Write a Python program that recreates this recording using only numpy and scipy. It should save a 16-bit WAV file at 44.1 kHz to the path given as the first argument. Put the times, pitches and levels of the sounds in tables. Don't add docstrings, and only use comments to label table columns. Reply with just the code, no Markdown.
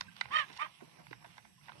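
import sys
import numpy as np
from scipy import signal
from scipy.fft import rfft, irfft
from scipy.io import wavfile
from scipy.ndimage import uniform_filter1d

SR = 44100
rng = np.random.default_rng(int(sys.argv[2]) if len(sys.argv) > 2 else 0)


def boost_factor(decibels):
    exponent = np.asarray(decibels, float) / 20
    return 10 ** exponent


def persist_wave(psi):
    counts = np.round(np.clip(psi, -1, 1) * 32767).astype(np.int16)
    wavfile.write(sys.argv[1], SR, np.atleast_2d(counts).T)


N = 79380


def evened(x):
    return x / np.sqrt(np.mean(x ** 2) + 1e-20)


def read(points, hz):
    f, value = np.transpose(points)
    return np.interp(np.log(hz + 1), np.log(f + 1), value)


def add(mix, start_s, sound):
    part = mix[max(round(start_s * SR), 0):][:len(sound)]
    part += sound[:len(part)]


def colour(x, points):
    n = x.shape[-1]
    return irfft(rfft(x) * boost_factor(read(points, np.fft.rfftfreq(n, 1 / SR))), n)


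def resonate(x, hz, width_hz):
    turn = np.exp(2j * np.pi * np.cumsum(hz * np.ones(len(x))) / SR)
    r = np.exp(-np.pi * width_hz / SR)
    return 2 * (turn * signal.lfilter([1 - r], [1, -r], x / turn)).real


def resonate_twice(x, hz, width_hz):
    return resonate(resonate(x, hz, width_hz), hz, width_hz)


def wander(n, size):
    return evened(uniform_filter1d(uniform_filter1d(rng.standard_normal(n), size), size))


def bands(rows, flutter_db, drift):
    out = 0
    for centre_hz, width_hz, db in rows:
        hz = centre_hz * (1 + drift * wander(N, size=4000))
        level = boost_factor(db + flutter_db * wander(N, size=2000))
        out = out + level * evened(resonate_twice(rng.standard_normal(N), hz, width_hz))
    return out


# (time [s], grit level [dB], soft rustle level [dB])
FEET = [(0, -64, -75.5), (0.046, -67.5, -69), (.07, -66.5, -90), (.155, -69.5, -94), (.17, -57.5, -76),
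        (.3, -64, -62.5), (.5, -58, -77), (.7, -64.5, -74.5), (0.776, -68.5, -81), (.83, -69.5, -68),
        (.95, -70.5, -66.5), (1.0, -66, -61.5), (1.08, -69.5, -75.5), (1.26, -65.5, -67.5),
        (1.479, -73, -79), (1.55, -84, -87), (1.66, -64, -70.5), (1.8, -66, -60.5)]
# (frequency [Hz], gain [dB])
GRIT_SHADE = [(300, -7), (620, -8), (1000, 2.5), (1600, -4.5), (2500, 0), (4500, -9), (7500, -16.5)]
RUSTLE_SHADE = [(150, -5), (300, 2.5), (450, -5.5), (650, 2), (1000, 0), (1500, -5), (2500, -32.5)]


def shuffle():
    grains_per_s, spread_db = 3000, 3
    s, *levels = np.transpose(FEET)
    out = 0
    for db, shade in zip(levels, (GRIT_SHADE, RUSTLE_SHADE)):
        hits = rng.random(N) < grains_per_s / SR
        sizes = boost_factor(spread_db * np.minimum(rng.exponential(1, N), 5))
        grains = hits * sizes * rng.choice([-1, 1], N)
        x = evened(colour(grains + 0.21 * rng.standard_normal(N), shade))
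        out = out + x * boost_factor(np.interp(np.arange(N) / SR, s, db) + 2 * wander(N, size=400))
    return out


# (frequency [Hz], gain [dB])
AIR_SHADE = [(20, -70), (40, -45), (141, -4), (568, -35.5), (2110, -24), (5680, -37.5), (7230, -55.5),
             (11100, -25), (11800, -34), (12300, -75)]
AIR_DB = -69
# (frequency [Hz], width [Hz], level [dB])
INSECTS = [(5550, 1200, -74), (8010, 2300, -78.5), (11300, 1600, -76)]
MOTOR = [(72.6, 95, -73), (123.2, 33, -65), (150.8, 17, -65.5), (183.2, 27, -67)]
# (time [s], level [dB])
RUMBLE_GUSTS = [(0, 0), (0.091, 5.5), (.134, -11), (.244, 4), (.344, 2), (.486, -3.5), (.556, 4),
                (0.617, -13), (.676, 3), (.776, -13.5), (.816, -0.5), (.946, -3), (.976, -9), (1.132, 3.5),
                (1.2, -0.5), (1.5, -4.5), (1.658, -3.5), (1.8, 0)]
# (frequency [Hz], likeness [0-1])
LIKENESS = [(60, .7), (150, .88), (400, .5), (1000, .8), (3000, .45), (8000, .1)]


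def still_air():
    gust = boost_factor(np.interp(np.arange(N) / SR, *np.transpose(RUMBLE_GUSTS)))
    air = boost_factor(AIR_DB) * evened(colour(rng.standard_normal(N), AIR_SHADE))
    insects = bands(INSECTS, flutter_db=0.75, drift=0.023)
    return air + insects + gust * bands(MOTOR, flutter_db=3.3, drift=.09)


def background():
    shared, other = still_air(), still_air()
    grit = shuffle()
    right = shared + grit
    same = np.clip(read(LIKENESS, np.fft.rfftfreq(N, 1 / SR)), 0, 1)
    left = same * rfft(right) + np.sqrt(1 - same ** 2) * rfft(other + yard(grit)[1])
    return np.array([irfft(left, N), right])


def patchy(x):
    drift_db = 2.2
    z = signal.stft(x, nperseg=512)[2]
    patches = uniform_filter1d(rng.standard_normal(z.shape[1:]), size=6, axis=0)
    patches = evened(uniform_filter1d(patches, size=12, axis=1))
    above_rumble = (np.arange(len(patches)) > 3)[:, None]
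    return signal.istft(z * boost_factor(drift_db * patches * above_rumble), nperseg=512)[1][:, :N]


# (time [s], peak level [dB], ring [Hz], tick level [dB], contact length [s])
PECKS = [(0.008, -29.5, 1125, -1, 0.0042), (0.018, -39.5, 1900, -49, 0.0025),
         (0.164, -46, 2880, -2.5, 0.0036), (0.2098, -22.5, 2100, -12.5, 0.0045),
         (0.255, -35, 900, -45, 0.0018), (0.258, -52, 1010, -40, 0.0055),
         (0.285, -46, 850, -30, 0.0018), (0.496, -44, 980, -23, 0.0073),
         (0.526, -48, 3000, -1.5, 0.0096), (0.562, -43, 2760, -9, 0.0076),
         (0.572, -48, 2680, 5.5, 0.0059), (0.802, -45, 1020, -34, 0.0095),
         (1.066, -42.5, 1030, -17, 0.004), (1.108, -46.5, 2420, -20, 0.0054),
               (1.127, -35, 1010, -20, 0.0058), (1.242, -41.5, 860, -30, 0.0071),
               (1.342, -55.5, 965, -24, 0.0026), (1.368, -50, 1100, -16, 0.0029),
               (1.377, -38, 990, -13, 0.0073), (1.445, -48, 810, -32, 0.0076),
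               (1.609, -56.5, 2110, -20, 0.0051), (1.681, -40, 790, -23, 0.0068),
               (1.691, -37, 930, -26, 0.006), (1.718, -40, 1300, -24, 0.001)]
# (frequency [Hz], level [dB])
TROUGH_MODES = [(780, -60), (1030, -2), (1480, 8.5), (2040, 5.5), (2760, -5.5), (3450, -0.5), (3750, -4),
                (4250, -8), (5450, -10)]


def peck(s, db, ring_hz, tick_db, length_s):
    ring_t60_s, away_db_per_oct = .0105, -5
    scrape, scrape_s, hard_s = .06, .012, .0055
    tick_hz, tick_width_hz = 4300, 3600
    n = 2400
    t = np.arange(n) / SR
    u = t / max(length_s, .001)
    blow_noise, tick_noise, rattle = rng.standard_normal((3, n))

    drag = scrape * np.clip(length_s / hard_s - 1, 0, 1) * np.minimum(u, 1) * np.exp(-t / scrape_s)
    rattle_gain = boost_factor(18.8 * uniform_filter1d(rattle, size=9))
    blow = blow_noise * rattle_gain * (u ** 2 * np.exp(-5 * u) + drag)

    modes = 0
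    for hz, mode_db in TROUGH_MODES + [(ring_hz, 0)]:
        level = boost_factor(mode_db + away_db_per_oct * abs(np.log2(hz / ring_hz)))
        decay = boost_factor(-60 * t / ring_t60_s * np.sqrt(hz / ring_hz))
        modes = modes + level * np.sin(2 * np.pi * hz * t) * decay
    body = signal.fftconvolve(blow, modes)[:n]
    band = signal.butter(3, [620, 2 * ring_hz + 1700], "band", fs=SR, output="sos")
    body = signal.sosfilt(band, body)

    tick = tick_noise * u ** 2 * np.exp(-6 * u)
    for _ in range(3):
        tick = resonate(tick, tick_hz, tick_width_hz)
    knock = body / abs(body).max() + boost_factor(tick_db + 1.5) * tick / abs(tick).max()
    return s + 0.000975, boost_factor(db) * knock


# (time [s], length [s], level [dB], pitch [Hz])
CHIRPS = [
    (0.081, 0.014, -50.5, 1562),
    (0.114, 0.052, -83, 1568),
    (.122, 0.025, -64, 1550),
    (.984, 0.014, -61, 1535),
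    (1.579, 0.019, -64.5, 1022),
]


def peep(s, length_s, db, hz):
    t = np.arange(0, length_s, 1 / SR)
    glide = 1.02 - .04 * t / length_s + .015 * wander(len(t), size=100)
    turns = np.cumsum(hz * glide) / SR
    return s, boost_factor(db) * np.sin(np.pi * t / length_s) ** .5 * np.sin(2 * np.pi * turns)


# (time [s], level [dB], pitch [Hz], roughness [0-1], odd overtones [dB])
HEN_CALLS = [
    [(.305, -51.5, 488.2, 0.3, 12), (.317, -36.5, 537.5, 0.1, -22), (.335, -30.5, 602.6, 0.11, -0.5),
     (.357, -25.5, 621.8, 0.02, -5.5), (.369, -23.5, 618.5, 0.04, 18), (.379, -28.5, 630.2, 0.2, -13),
     (.389, -23.5, 626.7, 0.16, 7), (.42, -35, 570.4, 0.37, 1), (.446, -48.5, 510, 0.3, -5)],
    [(.583, -55, 439, 0, -18), (.597, -35, 540.2, 0.1, -28), (.61, -34, 587, 0.3, -2),
     (.62, -29.5, 603, 0.39, -6), (.629, -35.5, 619, 0.2, 15.5), (.637, -40.5, 622.3, 0, 8),
     (.648, -38.5, 636.6, 0, 15), (.664, -43, 515, 0.2, -12), (.67, -46, 487, 0.3, -9)],
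]
# (frequency [Hz], gain [dB])
HEN_THROATS = [
    [(600, -11), (1230, 14), (1850, 3), (2350, -4), (3110, 0.5), (3750, -8), (5000, -18), (9000, -36)],
    [(600, -8.5), (1200, 18.5), (1800, -9), (2350, 9), (3100, -7.5), (3750, -9), (5000, -27), (9000, -53)],
]
HALF_BEATS = [.1, .45]
# (frequency [Hz], width [Hz], level [dB])
RASP_BANDS = [(1336, 400, 7), (1852, 500, 6), (2222, 740, 0), (3000, 190, -14), (4860, 1400, -20),
              (7900, 1100, -28)]


def squawk(rows, throat, half):
    jitter, shimmer_db = .03, 1.4
    dull_per_db, dull_hz = .5, 2330
    s, *columns = np.transpose(rows)
    t = np.arange(s[0], s[0] + .2, 1 / SR)
    n = len(t)
    db, hz, rough, odd_db = (np.interp(t, s, c) for c in columns)
    rough = np.clip(rough, .02, .11)
    turns = np.cumsum(hz * (1 + jitter * rough * wander(n, size=60))) / SR
    dim_db = dull_per_db * (db - db.max())

    tone, power = 0, 0
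    for k in range(1, 16):
        throat_db = read(throat, k * hz) + k % 2 * odd_db
        effort_db = dim_db * np.clip(k * hz / dull_hz - 1, 0, 1)
        level = boost_factor(throat_db + effort_db + shimmer_db * wander(n, size=250))
        tone = tone + level * np.cos(2 * np.pi * (k * turns + rng.random()))
        power = power + boost_factor(throat_db) ** 2
    tone = tone / np.sqrt(power)
    tone *= (1 + half * np.cos(np.pi * turns)) * boost_factor(shimmer_db * wander(n, size=90))

    puffs = (0.48 + np.exp(-(turns % 1) / 0.23)) * rng.standard_normal(n)
    rasp = 0
    for centre_hz, width_hz, rasp_db in RASP_BANDS:
        moved_hz = centre_hz * (hz / 620) ** .5
        rasp = rasp + boost_factor(rasp_db) * resonate_twice(puffs, moved_hz, width_hz)

    ends = np.clip((s[-1] - t) / 0.0018, 0, 1) * np.clip((t - s[0]) / 0.0013, 0, 1)
    voice = np.sqrt(1 - rough) * tone + np.sqrt(rough) * evened(rasp)
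    return s[0], ends * boost_factor(db) * voice


# (time [s], peak level [dB], frequency [Hz], t60 [s])
BUMPS = [
    (0.496, -47.5, 250, 0.11),
    (0.821, -41.5, 307, 0.1),
    (1.113, -40, 300, 0.088),
    (1.139, -58, 342, 0.081),
    (1.264, -52, 272, 0.051),
]


def thud(s, db, hz, t60_s):
    t = np.arange(4000) / SR
    x = resonate(rng.standard_normal(4000), hz, 260) * np.minimum(t / .004, 1) * boost_factor(-60 * t / t60_s)
    x = signal.sosfilt(signal.butter(2, [150, 700], "band", fs=SR, output="sos"), x)
    return s - .003, boost_factor(db) * x / abs(x).max()


def yard(x):
    t60_s, dull_hz = .14, 4500
    t = np.arange(SR // 3) / SR
    shape = (2, len(t))
    echoes = rng.standard_normal(shape) * (rng.random(shape) < .2) * boost_factor(-60 * t / t60_s) * (t > .004)
    echoes = signal.lfilter(*signal.butter(1, dull_hz, fs=SR), echoes)
    return signal.fftconvolve(x[None], echoes / np.linalg.norm(echoes[0]), axes=1)[:, :N]


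# (frequency [Hz], left minus right [dB])
PORT_TILT = [(60, -8.5), (190, -4.5), (350, -12.5), (620, -7), (1200, -5.5), (2000, -14), (3600, -14.5),
             (8000, 5), (11500, -7)]


def ports(left, right):
    lead_samples = 47
    half = boost_factor(read(PORT_TILT, np.fft.rfftfreq(N, 1 / SR)) / 2)
    return irfft(np.array([rfft(np.roll(left, -lead_samples)) * half, rfft(right) / half]), N)


def scene():
    peck_yard_db, hen_yard_db = -21, -15
    taps, hen = np.zeros((2, N))
    for make, rows in ((peck, PECKS), (peep, CHIRPS), (thud, BUMPS)):
        for row in rows:
            add(taps, *make(*row))
    for call in zip(HEN_CALLS, HEN_THROATS, HALF_BEATS):
        add(hen, *squawk(*call))
    wet = yard(boost_factor(peck_yard_db) * taps + boost_factor(hen_yard_db) * hen)
    return ports(*(taps + hen + wet + patchy(background())))


def gate(x):
    over_db, cut_db, low_hz, high_hz = 3.2, -30, 5800, 11500
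    hz, _, z = signal.stft(x, SR, nperseg=1024)
    power = uniform_filter1d((abs(z) ** 2).mean(0), size=9, axis=0)
    power = uniform_filter1d(power, size=4, axis=1)
    db = 10 * np.log10(power + 1e-20)
    band = (hz > low_hz) & (hz < high_hz)
    shut = band[:, None] & (db < np.percentile(db[band], 10) + over_db)
    return signal.istft(z * np.where(shut, boost_factor(cut_db), 1), nperseg=1024)[1][:, :N]


def top_cut(x):
    return signal.sosfilt(signal.butter(12, 12180, fs=SR, output="sos"), x)


# (frequency [Hz], gain [dB])
MIC_CURVE = [(30, -17), (60, -6), (6300, 0), (7000, -10), (7600, 0), (9600, 0), (10200, -12), (11000, 0),
             (12400, -12)]


def record(dry):
    mix = gate(colour(dry, MIC_CURVE))
    return top_cut(mix)


dry = scene()
out = record(dry)
persist_wave(out)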